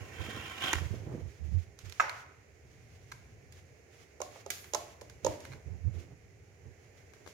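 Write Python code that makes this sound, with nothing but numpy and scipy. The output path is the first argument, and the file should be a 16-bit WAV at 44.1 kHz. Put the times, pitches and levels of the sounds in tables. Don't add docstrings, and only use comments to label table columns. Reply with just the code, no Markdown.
import sys
import numpy as np
from scipy import signal
from scipy.fft import rfft, irfft, next_fast_len
from scipy.io import wavfile

SR = 44100
rng = np.random.default_rng(int(sys.argv[2]) if len(sys.argv) > 2 else 0)


def generate_wav(sig):
    pcm = np.round(np.clip(np.atleast_2d(sig).T, -1, 1) * 32767).astype(np.int16)
    wavfile.write(sys.argv[1], SR, pcm)


N = 323253


def cord_slide():
    # time in seconds, friction level in dB.
    pull = [(0, -57.5), (.11, -57.5), (.21, -47), (.53, -47), (.595, -47.5), (.625, -39), (.652, -36),
            (.666, -41), (.685, -35.5), (.712, -40), (.726, -39.5), (.8, -52)]
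    # frequency in Hz, relative density in dB per Hz.
    slide_colour = [(120, -79), (200, -11.5), (430, 1.5), (534, -12), (783, -0.5), (890, -7.5), (1510, -3),
                    (2420, -2.5), (3180, -25), (3550, -11.5), (4580, -18.5), (6830, -15.5), (8200, -23),
                    (15500, -27)]
    streaks_hz = [1050, 1400, 1700, 2080, 2330, 2750]
    # time in seconds, pitch in Hz.
    squeak_pitch = [(.2, 3130), (.38, 3220), (.53, 3110), (.575, 2890), (.615, 2900), (.64, 3180),
                    (.72, 3170)]
    stop_db_per_s = 158
    squeak_onset_db = -34.5
    squeak_growth = 0.61
    catches_per_s, catch_s, catch_depth = 70, 0.004, 1.0
    streak_wander = 0.06

    t = np.arange(N) / SR
    pull_db = level(pull) - stop_db_per_s * np.clip(t - pull[-1][0], 0, 1)
    friction = from_db(pull_db)
    squeak = from_db(pull_db + squeak_growth * (pull_db - squeak_onset_db))

    snags = rng.random(N) < catches_per_s / SR
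    held = signal.lfilter([1], [1, -np.exp(-1 / (catch_s * SR))], snags + 1e-18)
    catches = rms_one(1 + catch_depth * np.tanh(held))

    slips = (rng.random(N) < 900 / SR) * rng.choice([-1, 1], N)
    rasp = tint(rms_one(diffuse(N) + rms_one(slips)), slide_colour) * catches

    streaks = np.zeros(N)
    for hz in streaks_hz:
        streak = wavering(hz * (1 + streak_wander * drift(14)), 70)
        streaks += streak * from_db(5 * np.tanh(drift(30)))

    pitch_hz = np.interp(t, *np.transpose(squeak_pitch))
    whistle = from_db(-3) * wavering(pitch_hz, width_hz=85)
    fringe = from_db(-3) * rms_one(resonate(resonate(diffuse(N), 3430, 400), 2480, 500))

    slide = friction * (from_db(-2) * rasp + from_db(-7) * rms_one(streaks))
    cord = pan(-12) * (slide + squeak * catches * (whistle + fringe))
    return cord + kitchen(cord.mean(0), near_db=-2, tail_db=-10)


def cord_slap():
    # time in seconds, body drive in dB, crack drive in dB.
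    slaps = [(0.7315, -14, -20.5), (0.7348, -15.5, -31), (0.755, -26, -35), (0.785, -31, -41)]
    # frequency in Hz, relative level in dB, 60 dB decay in seconds.
    cord_modes = [(353, -27.5, 0.046), (1090, -8, 0.014), (1690, 2, 0.0061), (2002, 1, 0.0021),
                  (3230, -5, 0.002)]
    out = np.zeros(N)
    for s, body_db, _ in slaps:
        add(out, s, from_db(body_db) * ring(cord_modes, contact_s=0.00026, vary_db=2))
    times, _, crack_db = np.transpose(slaps)
    body = from_right(out, edge_hz=790, shade_db=-7)
    room = kitchen(out, near_db=-2, tail_db=-12.5)
    return body + room + crack(times, crack_db, decay_s=0.0021, tail_db=-24.5)


def wall_knock():
    # time in seconds, body drive in dB, crack drive in dB.
    knocks = [(1.9976, -7, -43.5), (2.0031, -7, -38.5), (2.0110, -24.5, -56), (2.0235, -24.5, -50)]
    # frequency in Hz, relative level in dB, 60 dB decay in seconds.
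    knock_modes = [(630, -14, 0.014), (970, -14, 0.0073), (1320, 2, 0.013), (1500, -4, 0.019),
                   (2070, -11, 0.016), (2570, -11.5, 0.011), (3700, -24.5, .012)]
    # frequency in Hz, level in dB, 60 dB decay in seconds.
    after_ring = [(830, -47, .35), (1225, -41, .4), (5636, -46, .26), (5720, -48, .16), (6300, -45, .12),
                  (7130, -41, .11)]
    # frequency in Hz, relative density in dB per Hz.
    echo_colour = [(250, -25.5), (600, -6.5), (1000, -0.5), (1400, -8.5), (2100, -4), (2700, -14),
                   (3300, -22), (6800, -24.5), (8000, -51)]
    out = np.zeros(N)
    for s, body_db, _ in knocks:
        add(out, s, from_db(body_db) * ring(knock_modes, contact_s=0.00107, vary_db=1))
    out = signal.sosfilt(signal.butter(2, 480, "high", fs=SR, output="sos"), out)
    times, _, crack_db = np.transpose(knocks)
    direct = from_right(out, edge_hz=400, shade_db=-14, lag_s=0.00005)

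    t = np.arange(SR) / SR
    swell_and_fade = (1 - np.exp(-t / 0.0013)) * np.exp(-t / 0.091)
    echo = np.zeros((2, N))
    add(echo, times[0], pan(-6) * ring(after_ring, contact_s=0.002, vary_db=0))
    add(echo, times[0], pan(-2) * from_db(-33.5) * swell_and_fade * tint(diffuse(SR), echo_colour))
    room = kitchen(out, near_db=-8, tail_db=-13.5)
    return direct + echo + room + crack(times, crack_db, decay_s=0.011, tail_db=-16)


def plugging():
    # time in seconds, box thud drive in dB, pin click drive in dB,
    # thud tilt in dB per octave, box pitch as a ratio.
    contacts = [(4.203, -32, -29, 0, 1.07), (4.2165, -39.5, -13.5, 10.5, 1.02), (4.358, -44, -63, 2, 1.13),
                (4.4621, -34.5, -29, -7.5, 1.17), (4.7352, -29, -10, 0, 1.03),
                (4.7469, -28.5, -4.5, 6.5, 0.98), (4.7515, -34, -22, -1, 1.23),
                (5.0158, -37, -39, -7, 0.97), (5.2469, -27, -11.5, 0.5, 0.91),
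                (5.2620, -26, -24, -17, 0.88), (5.2655, -25.5, -15, 6, 0.88)]
    # frequency in Hz before the pitch ratio, relative level in dB,
    # 60 dB decay in seconds.
    box_modes = [(350, -9, .035), (470, -7, .04), (585, 0, .036), (690, -5, .03), (870, -13, .02),
                 (1050, -4, .022), (1340, -16, .02), (2150, -19, .014)]
    # frequency in Hz, relative level in dB, 60 dB decay in seconds.
    pin_modes = [(3860, -21, 0.014), (5370, -4.5, 0.0062), (5750, -3, 0.0038), (6370, 0.5, 0.0064),
                 (6950, -3, 0.0082)]
    thuds, clicks = np.zeros((2, N))
    for s, box_db, pin_db, tilt_db, pitch in contacts:
        pressed = np.array(box_modes) * [pitch, 1, 1]
        thud = ring(pressed, contact_s=0.00128, vary_db=2.5, tilt_db=tilt_db)
        add(thuds, s, from_db(box_db) * thud)
        add(clicks, s, from_db(pin_db) * ring(pin_modes, contact_s=0.001333, vary_db=2.5))
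    thuds = signal.sosfilt(signal.butter(2, 190, "high", fs=SR, output="sos"), thuds)
    times, _, pins_db, *_ = np.transpose(contacts)
    crack_db = -23 + 0.69 * pins_db
    direct = from_right(thuds + clicks, edge_hz=260, shade_db=-8.5, lag_s=-0.000197)
    room = kitchen(thuds, near_db=-3, tail_db=-6) + kitchen(clicks, near_db=-14, tail_db=-16.5)
    return direct + room + crack(times, crack_db, decay_s=0.003, tail_db=-18.5)


def switch():
    # time in seconds, body drive in dB, crack drive in dB.
    snaps = [(4.503, -25.5, -29)]
    # frequency in Hz, relative level in dB, 60 dB decay in seconds.
    switch_modes = [(450, -21, .03), (700, -14, .02), (1650, -6, .028), (2050, -5, .028), (2280, -4, .025),
                    (3400, -3, .01), (7000, -2, .013), (8600, 3, .007), (11000, 3, .005), (12800, 3, .005),
                    (14800, 2, .005)]
    out = np.zeros(N)
    for s, body_db, _ in snaps:
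        add(out, s, from_db(body_db) * ring(switch_modes, contact_s=0.000467, vary_db=1))
    times, _, crack_db = np.transpose(snaps)
    body = from_right(out, edge_hz=420, shade_db=-17, lag_s=-0.00013)
    room = kitchen(out, near_db=-4, tail_db=-9)
    return body + room + crack(times, crack_db, decay_s=0.0061, tail_db=-12)


def ticks():
    # time in seconds, body drive in dB, crack drive in dB, tilt in dB per octave,
    # left minus right in dB before the case's shading.
    touches = [(1.7896, -58, -42.5, 4, -2), (1.8972, -50.5, -46.5, 2, -11), (1.9236, -46, -45.5, 5, -12),
               (2.0950, -28, -36, 4.5, -1), (3.1169, -38, -41, 3, 9), (3.1200, -31.5, -46, 0, -13),
               (3.5232, -58, -43, -4, 5), (4.6429, -36.5, -43.5, -4, 3), (5.012, -45, -41, 1.5, 4),
               (5.0979, -43, -43, -4, 0), (5.4046, -56, -43, -3, 3), (5.4518, -37.5, -44, 3.5, -3),
               (5.5190, -40, -57, 3, -1), (5.5255, -42.5, -55, 1, -3), (5.5336, -38, -53, 0, -5),
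               (7.1355, -38, -49.5, -3, 15.5), (7.263, -34, -49.5, -8, 20), (7.2750, -34, -47, -12, 27)]
    # frequency in Hz, relative level in dB, 60 dB decay in seconds.
    tick_modes = [(520, -14, .01), (1050, -7, .011), (1500, -4, .011), (2200, -1, .011), (4100, -7, .008)]
    out = np.zeros((2, N))
    for s, body_db, _, tilt_db, pan_db in touches:
        tick = from_db(body_db) * ring(tick_modes, contact_s=0.0006, vary_db=1.5, tilt_db=tilt_db)
        add(out, s, pan(pan_db) * from_right(tick, edge_hz=880, shade_db=-17.5))
    times, _, crack_db, _, pan_db = np.transpose(touches)
    room = kitchen(out.mean(0), near_db=-2, tail_db=-4)
    return out + room + crack(times, crack_db, decay_s=0.003, tail_db=-22, pan_db=pan_db)


def grip():
    # start in seconds, length in seconds,
    # boom level in dB, skin rub level in dB, both before panning.
    shifts = [(0, 0.019, -46, -50.5), (0.181, 0.04, -38, -46), (0.237, 0.21, -57.5, -49.5),
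              (0.61, 0.093, -56, -50.5), (0.739, 0.022, -33.5, -40), (0.796, 0.066, -38, -46.5),
              (0.896, 0.013, -30.5, -45.5), (0.916, 0.12, -51.5, -46), (1.052, 0.13, -56, -41),
              (1.18, 0.095, -43.5, -51.5), (1.386, .11, -40.5, -59), (1.504, 0.077, -30.5, -53),
              (1.666, 0.025, -53.5, -72), (1.823, 0.059, -46.5, -59), (5.222, 0.081, -46, -49),
              (5.462, 0.12, -73, -52.5), (5.649, 0.1, -42.5, -55.5), (5.768, 0.064, -47, -67),
              (5.835, 0.054, -31, -53.5), (5.928, 0.054, -42, -51), (5.981, 0.16, -64, -55),
              (6.63, 0.075, -51.5, -55)]
    # frequency in Hz, relative density in dB per Hz.
    rub_colour = [(60, -3.5), (130, 7.5), (200, -9.5), (330, -4.5), (550, -11.5), (900, -20.5), (2000, -36),
                  (5000, -56.5)]
    # time in seconds, drive in dB.
    finger_bumps = [(0.284, -30.5), (0.368, -36), (0.938, -33), (1.071, -32), (1.147, -26.5),
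                    (1.207, -37.5)]
    # frequency in Hz, relative level in dB, 60 dB decay in seconds.
    case_modes = [(175, -8, 0.03), (220, -6, 0.058), (320, -8, 0.056), (480, -6, 0.046), (640, -14, 0.047)]
    starts, lengths, boom_db, rub_db = np.transpose(shifts)
    boom = strokes(starts, lengths, boom_db, attack_s=0.022, release_s=0.02)
    rub = strokes(starts, lengths, rub_db, attack_s=0.022, release_s=0.02)

    case = signal.hilbert(resonate(resonate(rng.standard_normal(N), 72.0, 35), 80.7, 42))
    swing = case.real / (np.abs(case) + 0.1 * np.std(case))
    even = rms_one(resonate(resonate(swing, 82, 45), 82, 60))
    overtone = from_db(-14.5) * wavering(np.full(N, 144.2), width_hz=35)

    skin = tint(diffuse(N), rub_colour) * from_db(2 * drift(50))
    bumps = np.zeros(N)
    for s, db in finger_bumps:
        add(bumps, s, from_db(db) * ring(case_modes, contact_s=0.00294, vary_db=1))
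    return boom * (pan(-42) * even + pan(-22) * overtone) + pan(-5.5) * (rub * skin + bumps)


def background():
    # time in seconds, level in dB.
    hum_level = [(0, -53.5), (2.5, -62.5), (2.75, -55.5), (3.65, -56), (3.87, -64), (5.3, -56), (7.33, -61)]
    # frequency in Hz, relative density in dB per Hz.
    hum_colour = [(25, -33.5), (50, -13.5), (75, -3), (95, -2), (130, -9), (180, -18), (300, -28.5),
                  (600, -66.5)]
    # time in seconds, level in dB before panning.
    air_level = [(0, -53), (1.6, -63.5), (3.1, -63.5), (3.9, -62), (5.5, -60.5), (6.35, -64.5), (7.33, -60)]
    # frequency in Hz, relative density in dB per Hz.
    air_colour = [(120, -36), (200, -8), (304, -4.5), (327, -5.5), (385, 1.5), (471, 1), (515, -4.5),
                  (798, -8), (874, -15.5), (1210, -17.5), (2170, -7.5), (3550, -27), (6830, -16.5),
                  (7760, -29), (15500, -36)]
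    # start in seconds, length in seconds, level in dB before panning.
    brushes = [(0.736, 0.22, -59), (0.93, 0.45, -68.5), (1.414, 0.23, -65.5), (1.764, 0.47, -61.5),
               (2.65, 0.67, -73), (3.5, 0.1, -66), (3.895, 0.14, -66), (4.284, 0.13, -60.5),
               (4.52, 0.41, -63.5), (5.22, 0.14, -54.5), (5.364, 0.18, -60), (5.908, 0.12, -64),
               (6.78, 0.067, -69), (6.936, 0.07, -71), (7.225, 0.064, -66)]
    # frequency in Hz, relative density in dB per Hz.
    brush_colour = [(500, -9), (2200, 3.5), (4000, -4.5), (6700, -2), (8000, -12), (12000, -15),
                    (16000, -19.5)]
    rustle = from_db(-78)
    brush = rustle + strokes(*np.transpose(brushes), attack_s=0.05, release_s=0.019)
    low = from_db(level(hum_level)) * tint(diffuse(N), hum_colour)
    hiss = from_db(level(air_level)) * tint(diffuse(N), air_colour)
    cloth = brush * from_db(2.6 * drift(49)) * tint(diffuse(N), brush_colour)
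    return low + pan(-6) * hiss + pan(-5) * cloth


def kitchen(x, near_db, tail_db):
    # frequency in Hz, 60 dB decay in seconds.
    room_t60 = [(150, 1), (500, 0.47), (1200, 0.7), (2500, 0.77), (6000, 0.32), (14000, 0.74)]
    # frequency in Hz, relative level in dB.
    room_colour = [(150, -7), (500, 5.5), (1200, -2), (2500, -0.5), (6000, -12.5), (14000, 5)]
    t = np.arange(int(SR * 0.8)) / SR
    near = diffuse(len(t)) * np.exp(-t / 0.0011) * (t > 0.002)
    tail = np.zeros((2, len(t)))
    edges = np.geomspace(100, 17000, 11)
    for low, high in zip(edges, edges[1:]):
        hz = np.sqrt(low * high)
        sos = signal.butter(2, [low, high], "band", fs=SR, output="sos")
        band = signal.sosfilt(sos, diffuse(len(t)))
        tail += band * from_db(at_hz(room_colour, hz) - 60 * t / at_hz(room_t60, hz))
    tail = tail * (1 - np.exp(-(t / 0.004) ** 2))
    response = from_db(near_db) * rms_one(near) + from_db(tail_db) * rms_one(tail)
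    response = response / np.sqrt(len(t))
    return pan(-0.5) * signal.fftconvolve(x[None], response, axes=1)[:, :N]


def crack(times, levels_db, decay_s, tail_db, pan_db=0):
    # frequency in Hz, relative density in dB per Hz.
    crack_colour = [(400, -23.5), (1500, -1.5), (3000, -1), (5500, 0.5), (7000, 3), (7900, -8), (12000, -8),
                    (16000, -21)]
    power = np.zeros((2, N))
    at = (np.array(times) * SR).astype(int)
    power[:, at] = from_db(2 * np.array(levels_db) + np.array(pan_db) * [[1], [-1]])

    def envelope(blows, s):
        return np.sqrt(signal.lfilter([1], [1, -np.exp(-2 / (s * SR))], blows + 1e-18))

    hiss = tint(rng.standard_normal(N), crack_colour)
    direct = envelope(power, decay_s) * from_right(hiss, edge_hz=590, shade_db=-12, lag_s=-0.00019)
    echo = envelope(power.mean(0), 0.061) * tint(diffuse(N), crack_colour)
    return direct + pan(-1.3) * from_db(tail_db) * echo


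def ring(modes, contact_s, vary_db, tilt_db=0):
    t = np.arange(SR // 2) / SR
    hz, db, t60 = np.transpose(modes)[:, :, None]
    db = db + tilt_db * np.log2(hz / hz[1]) + vary_db * rng.standard_normal(db.shape)
    strength = from_db(db - 60 * t / t60)
    swell = 1 - np.exp(-(t / contact_s) ** 2)
    return (strength * np.sin(2 * np.pi * hz * (t - contact_s))).sum(0) * swell


def from_right(x, edge_hz, shade_db, lag_s=0):
    bass = signal.sosfilt(signal.butter(1, edge_hz, fs=SR, output="sos"), x)
    t = np.arange(len(x)) / SR
    shaded = bass + from_db(shade_db) * (x - bass)
    return np.array([np.interp(t - lag_s, t, shaded), x])


def diffuse(size):
    # frequency in Hz, left-right correlation as a ratio.
    likeness = [(50, 0.63), (150, 0.96), (500, 0.56), (1000, 0.05), (2500, 0.083), (12000, 0.033)]
    padded = next_fast_len(size)
    mid, side = rfft(rng.standard_normal((2, padded)))
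    alike = np.clip(at_hz(likeness, np.fft.rfftfreq(padded, 1 / SR)), 0, 1)
    spectrum = np.sqrt(1 + alike) * mid + np.sqrt(1 - alike) * side * [[1], [-1]]
    return irfft(spectrum, padded)[:, :size] / np.sqrt(2)


def wavering(hz, width_hz):
    sos = signal.butter(2, width_hz, fs=SR, output="sos")
    wobble = signal.sosfilt(sos, rng.standard_normal((2, N)))
    phase = 2 * np.pi * np.cumsum(hz) / SR
    return rms_one(wobble[0] * np.cos(phase) + wobble[1] * np.sin(phase))


def resonate(x, hz, width_hz):
    r = np.exp(-np.pi * width_hz / SR)
    return signal.lfilter([1, 0, -1], [1, -2 * r * np.cos(2 * np.pi * hz / SR), r * r], x)


def tint(x, colour):
    size = next_fast_len(x.shape[-1])
    gain = from_db(at_hz(colour, np.fft.rfftfreq(size, 1 / SR)))
    return rms_one(irfft(rfft(x, size) * gain, size)[..., :x.shape[-1]])


def strokes(starts, lengths, levels_db, attack_s, release_s):
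    out, t = np.zeros(N), np.arange(2 * SR) / SR
    rise = np.sin(np.pi / 2 * np.minimum(t / attack_s, 1)) ** 2
    for s, length, db in zip(starts, lengths, levels_db):
        fall = np.exp(-np.maximum(t - length, 0) / release_s)
        add(out, max(s, 0), from_db(db) * rise * fall)
    return out


def drift(rate):
    knots = np.arange(N) / SR * rate
    return np.interp(knots, np.arange(4000), rng.standard_normal(4000))


def level(rows):
    return np.interp(np.arange(N) / SR, *np.transpose(rows))


def at_hz(points, hz):
    f, value = np.transpose(points)
    return np.interp(np.log(np.maximum(hz, 1)), np.log(f), value)


def from_db(db):
    return 10 ** (np.asarray(db) / 20)


def rms_one(x):
    return x / np.sqrt(np.mean(x ** 2) + 1e-20)


def pan(db):
    sides = from_db(np.array([[db], [-db]]) / 2)
    return sides / sides.mean()


def add(out, s, sound):
    at = int(s * SR)
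    out[..., at:at + sound.shape[-1]] += sound[..., :N - at]


def scene():
    cord = cord_slide() + cord_slap()
    plug = wall_knock() + plugging()
    return cord + plug + switch() + ticks() + grip() + background()


def record(dry):
    thin = signal.sosfilt(signal.butter(4, 46, "high", fs=SR, output="sos"), dry)
    return signal.sosfilt(signal.ellip(10, 0.1, 80, 15900, fs=SR, output="sos"), thin)


dry = scene()
out = record(dry)
generate_wav(out)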